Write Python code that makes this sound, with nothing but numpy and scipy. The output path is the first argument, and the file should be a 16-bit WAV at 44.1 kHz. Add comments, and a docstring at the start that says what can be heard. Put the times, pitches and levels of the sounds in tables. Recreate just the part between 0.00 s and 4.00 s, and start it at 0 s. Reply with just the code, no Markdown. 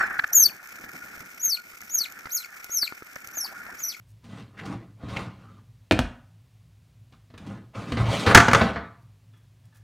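"""An otter walks off along a stone path in a walled pen, over soft wind and a thin hiss.
First a low call dies away while the camera's plastic case is rubbed and knocked twice, ringing near
1.5 kHz. Grit ticks underfoot, water gurgles, and at 0.3 s comes the otter's first high, falling squeak.
From 0.8 s light bumps shake the case. From 1.4 s six more squeaks follow, with a growing share of echo
from the walls. Near the end the water gurgles again."""
import sys
import numpy as np
from scipy import signal
from scipy.fft import rfft, irfft, next_fast_len
from scipy.io import wavfile
from scipy.ndimage import uniform_filter1d, map_coordinates

SR = 44100
rng = np.random.default_rng(int(sys.argv[2]) if len(sys.argv) > 2 else 0)


def put_to_file(sound):
    """Save the sound as 16-bit audio at rate SR, in the file named by the first command-line argument."""
    columns = np.atleast_2d(sound).T  # one column per channel
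    safe = np.clip(columns, -1, 1)
    whole_steps = np.round(safe * 32767)
    wavfile.write(sys.argv[1], SR, whole_steps.astype(np.int16))


N = 176400
T = np.arange(N) / SR
TOP_HZ = 15600  # the highest sound the camera keeps

def amp(db):
    """Turn decibels into a number to multiply by."""
    return 10 ** (np.asarray(db) / 20)

def unit(x):
    """Scale a sound to an average strength (rms) of 1."""
    return x / np.sqrt(np.mean(x ** 2) + 1e-20)

def along(points, hz):
    """Read between (f/Hz, value) points, with octaves evenly spaced."""
    f, v = np.transpose(points)
    return np.interp(np.log(hz + 1), np.log(f + 1), v)

def curves(rows):
    """Join timed points with straight lines, one curve for each column after the time."""
    times, *columns = np.transpose(rows)
    return [np.interp(T, times, column) for column in columns]

def wobble(rate):
    """A smooth curve through `rate` random values a second."""
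    return map_coordinates(rng.standard_normal(int(N * rate / SR) + 4), [T * rate])

# How alike left and right are (1 = the same): f/Hz, likeness
LIKENESS = [(30,1),(150,0.97),(350,0.68),(700,-0.083),(1300,0.74),(1780,1),(2080,-0.8),(2700,-0.69),(3600,0.56),(13000,0.93)]
def noise(colour):
    """Stereo noise; its colour says how strong the low and high parts are."""
    hz = np.fft.rfftfreq(N, 1 / SR)
    width = np.tan(np.arccos(np.clip(along(LIKENESS, hz), -.95, 1)) / 2)
    spectrum = rfft(rng.standard_normal((2, N))) * amp(along(colour, hz))
    mid, side = irfft(spectrum * [np.ones(len(hz)), width], N)
    return np.array([mid + side, mid - side]) / mid.std()

def bursts(rows, colour, fade_s):
    """A puff of noise for each (t/s, level/dB) row, dying by 60 dB in fade_s."""
    out, source = np.zeros((2, N)), noise(colour)
    t = T[:SR // 8]
    shape = amp(-60 * t / fade_s) * (1 - np.exp(-t / 0.00037))
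    for start, db in rows:
        span = slice(round(start * SR), round(start * SR) + len(t))
        out[:, span] += amp(db) * unit(source[:, span] * shape) * np.sqrt(np.mean(shape ** 2))
    return out

# The wind's rise and fall: t/s, level/dB
WIND_LEVEL = [(0,-54),(.28,-67),(.48,-51),(.67,-72),(.8,-54),(1.19,-54.5),(1.28,-61.5),(1.7,-68),(2.2,-61.5),(2.4,-73),(3.1,-67),(3.72,-54.5),(4,-69.5)]
# Its low rumble: f/Hz, level/dB
WIND_TONE = [(20,-14),(40,-9.5),(100,-0.5),(150,-2),(200,5),(300,2),(500,-4.5),(800,-4),(1500,-17),(4000,-73)]
def wind():
    """Soft wind swells and sinks in uneven gusts."""
    db, = curves(WIND_LEVEL)
    return amp(db + 2.6 * wobble(37)) * noise(WIND_TONE)

# Colour of the hiss: f/Hz, level/dB
HISS_TONE = [(30,-12.5),(1000,-9),(1250,-1),(1440,11.5),(1600,-25),(1950,-2.5),(2200,2),(2800,-12.5),(4200,-13),(5500,-5.5),(6600,-8.5),(10000,-16),(12000,-12.5),(14200,-11),(15500,-17)]
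def hiss():
    """A thin hiss sways slowly and flickers fast."""
    return amp(-52 + .8 * wobble(8.2) + 3.5 * wobble(150)) * noise(HISS_TONE)

# The case's one narrow ring in the breeze: f/Hz, level/dB
BUZZ_TONE = [(1100,-58),(1440,19),(1800,-54)]
def case_buzz():
    """The breeze sets the case ringing in fits and starts."""
    return amp(-63 + 9 * wobble(34)) * noise(BUZZ_TONE)

# Pitch and fade of the lower call: t/s, f/Hz, level/dB
LOW_CALL = [(0,1146,-42.5),(.035,1067,-50),(.07,1017,-53),(.1,1010,-89.5)]
# Its overtones, the only part heard: multiple of the pitch, level/dB
LOW_CALL_OVERTONES = [(4,-6),(5,-2.5),(6,-9),(7,-6)]
def whine():
    """The thin end of a lower call sinks and dies away."""
    hz, db = curves(LOW_CALL)
    phase = 2 * np.pi * np.cumsum(hz * (1 + 0.0092 * wobble(510))) / SR
    voice = sum(amp(level) * np.sin(round(k) * phase) for k, level in LOW_CALL_OVERTONES)
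    return amp(db) * (T < LOW_CALL[-1][0]) * voice

# How hard the case is rubbed: t/s, level/dB
RUB_LEVEL = [(0,-30),(.011,-16),(.027,-26),(.039,-21),(.05,-27.5),(.075,-29),(.088,-35),(.11,-30.5),(.165,-35),(.18,-43),(.62,-49),(.76,-48),(1.15,-48.5),(1.35,-55.5),(1.76,-61.5),(2.2,-46.5),(2.4,-60.5),(2.56,-44.5),(2.68,-61),(3.33,-49),(3.7,-43),(4,-66.5)]
# Colour of rubbed plastic: f/Hz, level/dB
RUB_TONE = [(30,-26.5),(260,-20),(570,-25.5),(800,-13),(950,-23),(1410,-1.5),(1800,-1.5),(2020,-16.5),(2440,-23),(2900,-35.5),(6000,-51.5)]
def rubbing():
    """Rubbing on the case makes a grainy rustle."""
    db, = curves(RUB_LEVEL)
    return amp(db) * unit(noise(RUB_TONE) * amp(2 * wobble(170)))

# Knocks on the case: t/s, level/dB, length/s
HARD_KNOCKS = [(0.1919,-14.5,0.0082),(0.239,-18,0.0084)]
# Colour of a knock: f/Hz, level/dB
KNOCK_TONE = [(200,-18.5),(500,-27),(800,-13.5),(1050,-16),(1400,-3),(1700,4),(2000,-11.5),(2300,-14.5),(2900,-28.5),(3900,-26),(4600,-23),(5400,-43),(15000,-58)]
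def knocks():
    """Two hard knocks on the case, each a quick swell of noise."""
    out = np.zeros((2, N))
    for start, db, length in HARD_KNOCKS:
        shape = np.exp(-np.square(2 * (T - start) / length - 1))
        out += amp(db) * unit(noise(KNOCK_TONE) * shape) * np.sqrt(np.mean(shape ** 2))
    return out

# Clear ticks of grit: t/s, level/dB
GRIT_TICKS = [(0.277,-33),(0.6736,-34.5),(1.8157,-30),(2.1227,-31.5),(2.6434,-25),(3.1574,-31),(3.273,-27)]
# Colour of grit on stone: f/Hz, level/dB
GRIT_TONE = [(2000,-10),(4000,-14),(6300,5),(8000,-9),(10000,-13),(13500,2),(15500,-11)]
def grit():
    """Grit shifts underfoot: a few clear ticks among many tiny scuffs."""
    scuffs_per_s, scuff_s = 65, 0.00057
    hits = rng.random(N) < scuffs_per_s / SR
    sizes = amp(-2 * np.minimum(rng.standard_normal(N), 2))
    scuffs = signal.lfilter([1], [1, -np.exp(-1 / (scuff_s * SR))], hits * sizes)  # each hit dies away
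    return bursts(GRIT_TICKS, GRIT_TONE, fade_s=0.011) + amp(-59) * unit(scuffs * noise(GRIT_TONE))

# Gurgles and their starting pitch: t/s, f/Hz, level/dB
WATER_GURGLES = [(.305,626,-45.5),(.495,611,-49.5),(.615,640,-49.5),(3.432,682,-41.5),(3.512,614,-44.5),(3.53,880,-49),(3.675,642,-45)]
def water():
    """Water gurgles softly: each gurgle is a narrow band of noise that rises in pitch."""
    length_s, rise, width_hz = 0.0376, 0.663, 380
    out = np.zeros(N)
    churn = unit(wobble(width_hz)) + 1j * unit(wobble(width_hz))  # blurs a tone into noise
    for start, hz, db in WATER_GURGLES:
        on = (T > start) & (T < start + length_s)
        progress = (T[on] - start) / length_s
        phase = 2 * np.pi * np.cumsum(hz * (1 + rise * progress)) / SR
        band = np.real(churn[on] * np.exp(1j * phase))
        out[on] += amp(db) * np.sin(np.pi * progress) * unit(band) / np.sqrt(2)
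    return out * amp([[-2], [2]])  # a little to the right

# Pitch and loudness, one list for each squeak: t/s, f/Hz, level/dB
SQUEAK_SHAPES = [
    [(0.328,5700,-34),(0.336,6000,-19.5),(0.342,6920,-27),(0.356,7090,-14.5),(0.37,6515,-12.5),(0.398,6440,-13.5),(0.425,6210,-17.5),(0.438,5750,-13),(0.45,4610,-27.5),(0.457,4560,-16.5),(0.467,4448,-15),(0.473,4200,-50.5),(0.496,2620,-45),(0.503,2430,-65)],
    [(1.396,5700,-47),(1.406,5910,-40.5),(1.426,6920,-35.5),(1.445,6480,-21.5),(1.48,6380,-26),(1.497,5940,-24),(1.523,4570,-27.5),(1.552,4254,-26),(1.563,3480,-56),(1.575,2410,-41)],
    [(1.894,5490,-46),(1.917,6700,-37),(1.932,6810,-35.5),(1.95,6630,-20),(1.97,6400,-29.5),(1.988,5900,-23.5),(2.002,4650,-29.5),(2.016,4420,-20.5),(2.028,4285,-41.5),(2.04,4050,-28.5),(2.05,3150,-50.5),(2.062,2200,-37.5)],
    [(2.306,3740,-41.5),(2.315,5700,-44.5),(2.328,6440,-26),(2.34,6850,-35.5),(2.355,6670,-24.5),(2.368,6120,-28),(2.383,4280,-35),(2.42,3990,-50.5),(2.437,2760,-56),(2.45,2120,-43.5)],
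    [(2.7,5400,-53),(2.72,6650,-33),(2.732,6650,-27.5),(2.765,6200,-26.5),(2.79,5450,-23.5),(2.807,5300,-41),(2.824,4560,-19.5),(2.838,4350,-31.5),(2.853,4020,-29.5),(2.868,3210,-63),(2.878,2450,-32.5),(2.892,2020,-69)],
    [(3.33,5530,-50.5),(3.362,7090,-42),(3.384,6280,-26.5),(3.4,6050,-38.5),(3.412,5540,-26),(3.437,5574,-34),(3.45,4560,-34),(3.463,4340,-42.5),(3.48,2360,-56)],
    [(3.78,5360,-55),(3.8,6770,-38),(3.814,7010,-47.5),(3.832,6250,-30),(3.85,5630,-31.5),(3.873,6050,-35),(3.887,5900,-29),(3.9,4610,-35),(3.92,3900,-45),(3.935,2710,-52),(3.952,2090,-42)],
]
# The voice's overtones: multiple of the pitch, level/dB
SQUEAK_OVERTONES = [(2,0.5),(3,-1.5),(4,-23),(5,-27)]
# Added to the overtones, one value for each squeak: level/dB
BRIGHTNESS = [-8,-11,-11.5,-5,-12,-9.5,-11.5]
# Added to each overtone by how high it is: f/Hz, level/dB
OVERTONE_COLOUR = [(6600,6),(7800,0.5),(9000,-10.5),(10000,-5),(11500,6),(13700,-0.5),(14300,4.5),(15000,-23)]
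def squeaks():
    """A nearly pure whistle arches, holds, steps down and turns hoarse as it drops away."""
    fade_s, hoarse_below_hz = .003, 3900
    out = np.zeros(N)
    waver = wobble(700)
    flutter = amp(2 * wobble(180) + 1.1 * wobble(900))  # a tremble plus a finer rasp
    hoarse, crackle = wobble(1500), wobble(450)
    for rows, bright_db in zip(SQUEAK_SHAPES, BRIGHTNESS):
        times, *columns = np.transpose(rows)
        on = (T > times[0] - fade_s) & (T < times[-1] + fade_s)
        t = T[on]
        hz, db = [uniform_filter1d(np.interp(t, times, column), size=200) for column in columns]
        broken = np.clip((hoarse_below_hz - hz) / 500, 0, 1)  # 0 = clear, 1 = fully hoarse
        shaky_hz = hz * (1 + 0.0055 * waver[on] + .045 * broken * hoarse[on])
        phase = 2 * np.pi * np.cumsum(shaky_hz) / SR
        voice = np.sin(phase)
        for k, level in SQUEAK_OVERTONES:
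            gain = amp(bright_db + level + along(OVERTONE_COLOUR, k * hz))
            voice += gain * (k * hz < TOP_HZ) * np.sin(round(k) * phase)
        crackle_db = 4 * broken * np.minimum(crackle[on], 1)
        fade = np.clip(np.minimum(t - times[0], times[-1] - t) / fade_s / 2 + .5, 0, 1)
        out[on] += np.sqrt(2) * amp(db + crackle_db) * voice * fade
    return out * flutter

def pen_echoes(voice):
    """Stone and walls throw the voice back, more so as the otter walks off."""
    fade_s, far_wall_s, growth_db_per_s = .2, .048, 2.6
    t = T[:SR // 2]
    tail = rng.standard_normal((3, len(t))) * amp(-60 * t / fade_s) * (t > .004)
    tail = np.diff(tail[0] + .5 * tail[1:], prepend=0)  # rough stone scatters high sounds most
    walls = np.zeros(len(t))
    delays_s = .002 + .025 * rng.random(size=8)  # eight early echoes
    np.add.at(walls, (SR * delays_s).astype(int), rng.choice([-1, 1], size=8))
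    answer = amp(-18) * tail / np.linalg.norm(tail[0]) + amp(-19) * walls / np.linalg.norm(walls)
    growth = amp(growth_db_per_s * T)
    far_echo = amp(-32) * growth * np.pad(voice, (round(far_wall_s * SR), 0))[:N]
    return far_echo + signal.fftconvolve((voice * growth)[None], answer, axes=1)[:, :N]

# How much louder the nearby voice is on the left than on the right: f/Hz, level/dB
LEFT_LEAD = [(2400,26),(3400,-12),(4600,8),(5800,3),(7000,2.5),(11000,-1),(15000,-1)]
def otter():
    """The calls and their echoes start mostly on the left and drift towards the centre."""
    drift_s = 4
    voice = whine() + squeaks()
    centred = voice + pen_echoes(voice)
    lead_db = along(LEFT_LEAD, np.fft.rfftfreq(N, 1 / SR))
    leftward = irfft(rfft(centred) * amp([lead_db / 2, -lead_db / 2]), N)
    near = np.exp(-np.square(T / drift_s))
    return near * leftward + (1 - near) * centred

# Bumps on the case: t/s, thump level/dB, thud level/dB, ring level/dB
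LIGHT_BUMPS = [(0.84,-47,-34,-32.5),(1.173,-45,-47,-37.5),(1.205,-47,-43,-40),(1.478,-48.5,-47,-39.5),(1.736,-67,-50,-39.5),(1.822,-63,-59,-34),(2.008,-71,-37,-37.5),(2.256,-63,-33,-27.5),(2.269,-63,-33.5,-33),(2.695,-58,-34.5,-42),(2.83,-56,-40.5,-23.5),(2.923,-52,-32,-29.5),(3.022,-50,-32.5,-33.5),(3.161,-57,-35,-27.5),(3.372,-53,-30.5,-34.5),(3.665,-57,-50,-31)]
# Colours of the thump, the thud and the ring: f/Hz, level/dB
THUMP_TONE = [(20,-3),(100,16),(600,-70)]
THUD_TONE = [(30,-18),(120,-6),(260,14.5),(480,1),(850,4),(1200,-3),(3000,-43)]
RING_TONE = [(100,-9.5),(500,-11),(800,-15),(1050,-33),(1300,7),(1440,5.5),(1560,-34),(1700,11),(1850,-41),(2020,1.5),(2250,-17.5),(2900,-24),(5000,-20),(15000,-66)]
def bumps():
    """Each light bump on the case gives a deep thump, a dull thud and a short plastic ring."""
    times, thump_db, thud_db, ring_db = np.transpose(LIGHT_BUMPS)
    thump = bursts(zip(times, thump_db), THUMP_TONE, fade_s=0.035)
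    thud = bursts(zip(times, thud_db), THUD_TONE, fade_s=0.013)
    ring = bursts(zip(times, ring_db), RING_TONE, fade_s=0.027)
    return thump + thud + ring

def scene():
    """All the sounds added together, left and right."""
    return otter() + rubbing() + knocks() + bumps() + grit() + water() + wind() + hiss() + case_buzz()

def record(dry):
    """The camera keeps nothing above TOP_HZ."""
    size = next_fast_len(N + SR // 4)
    kept = np.fft.rfftfreq(size, 1 / SR) < TOP_HZ
    return irfft(rfft(dry, size) * kept, size)[:, :N]


dry = scene()
out = record(dry)
put_to_file(out)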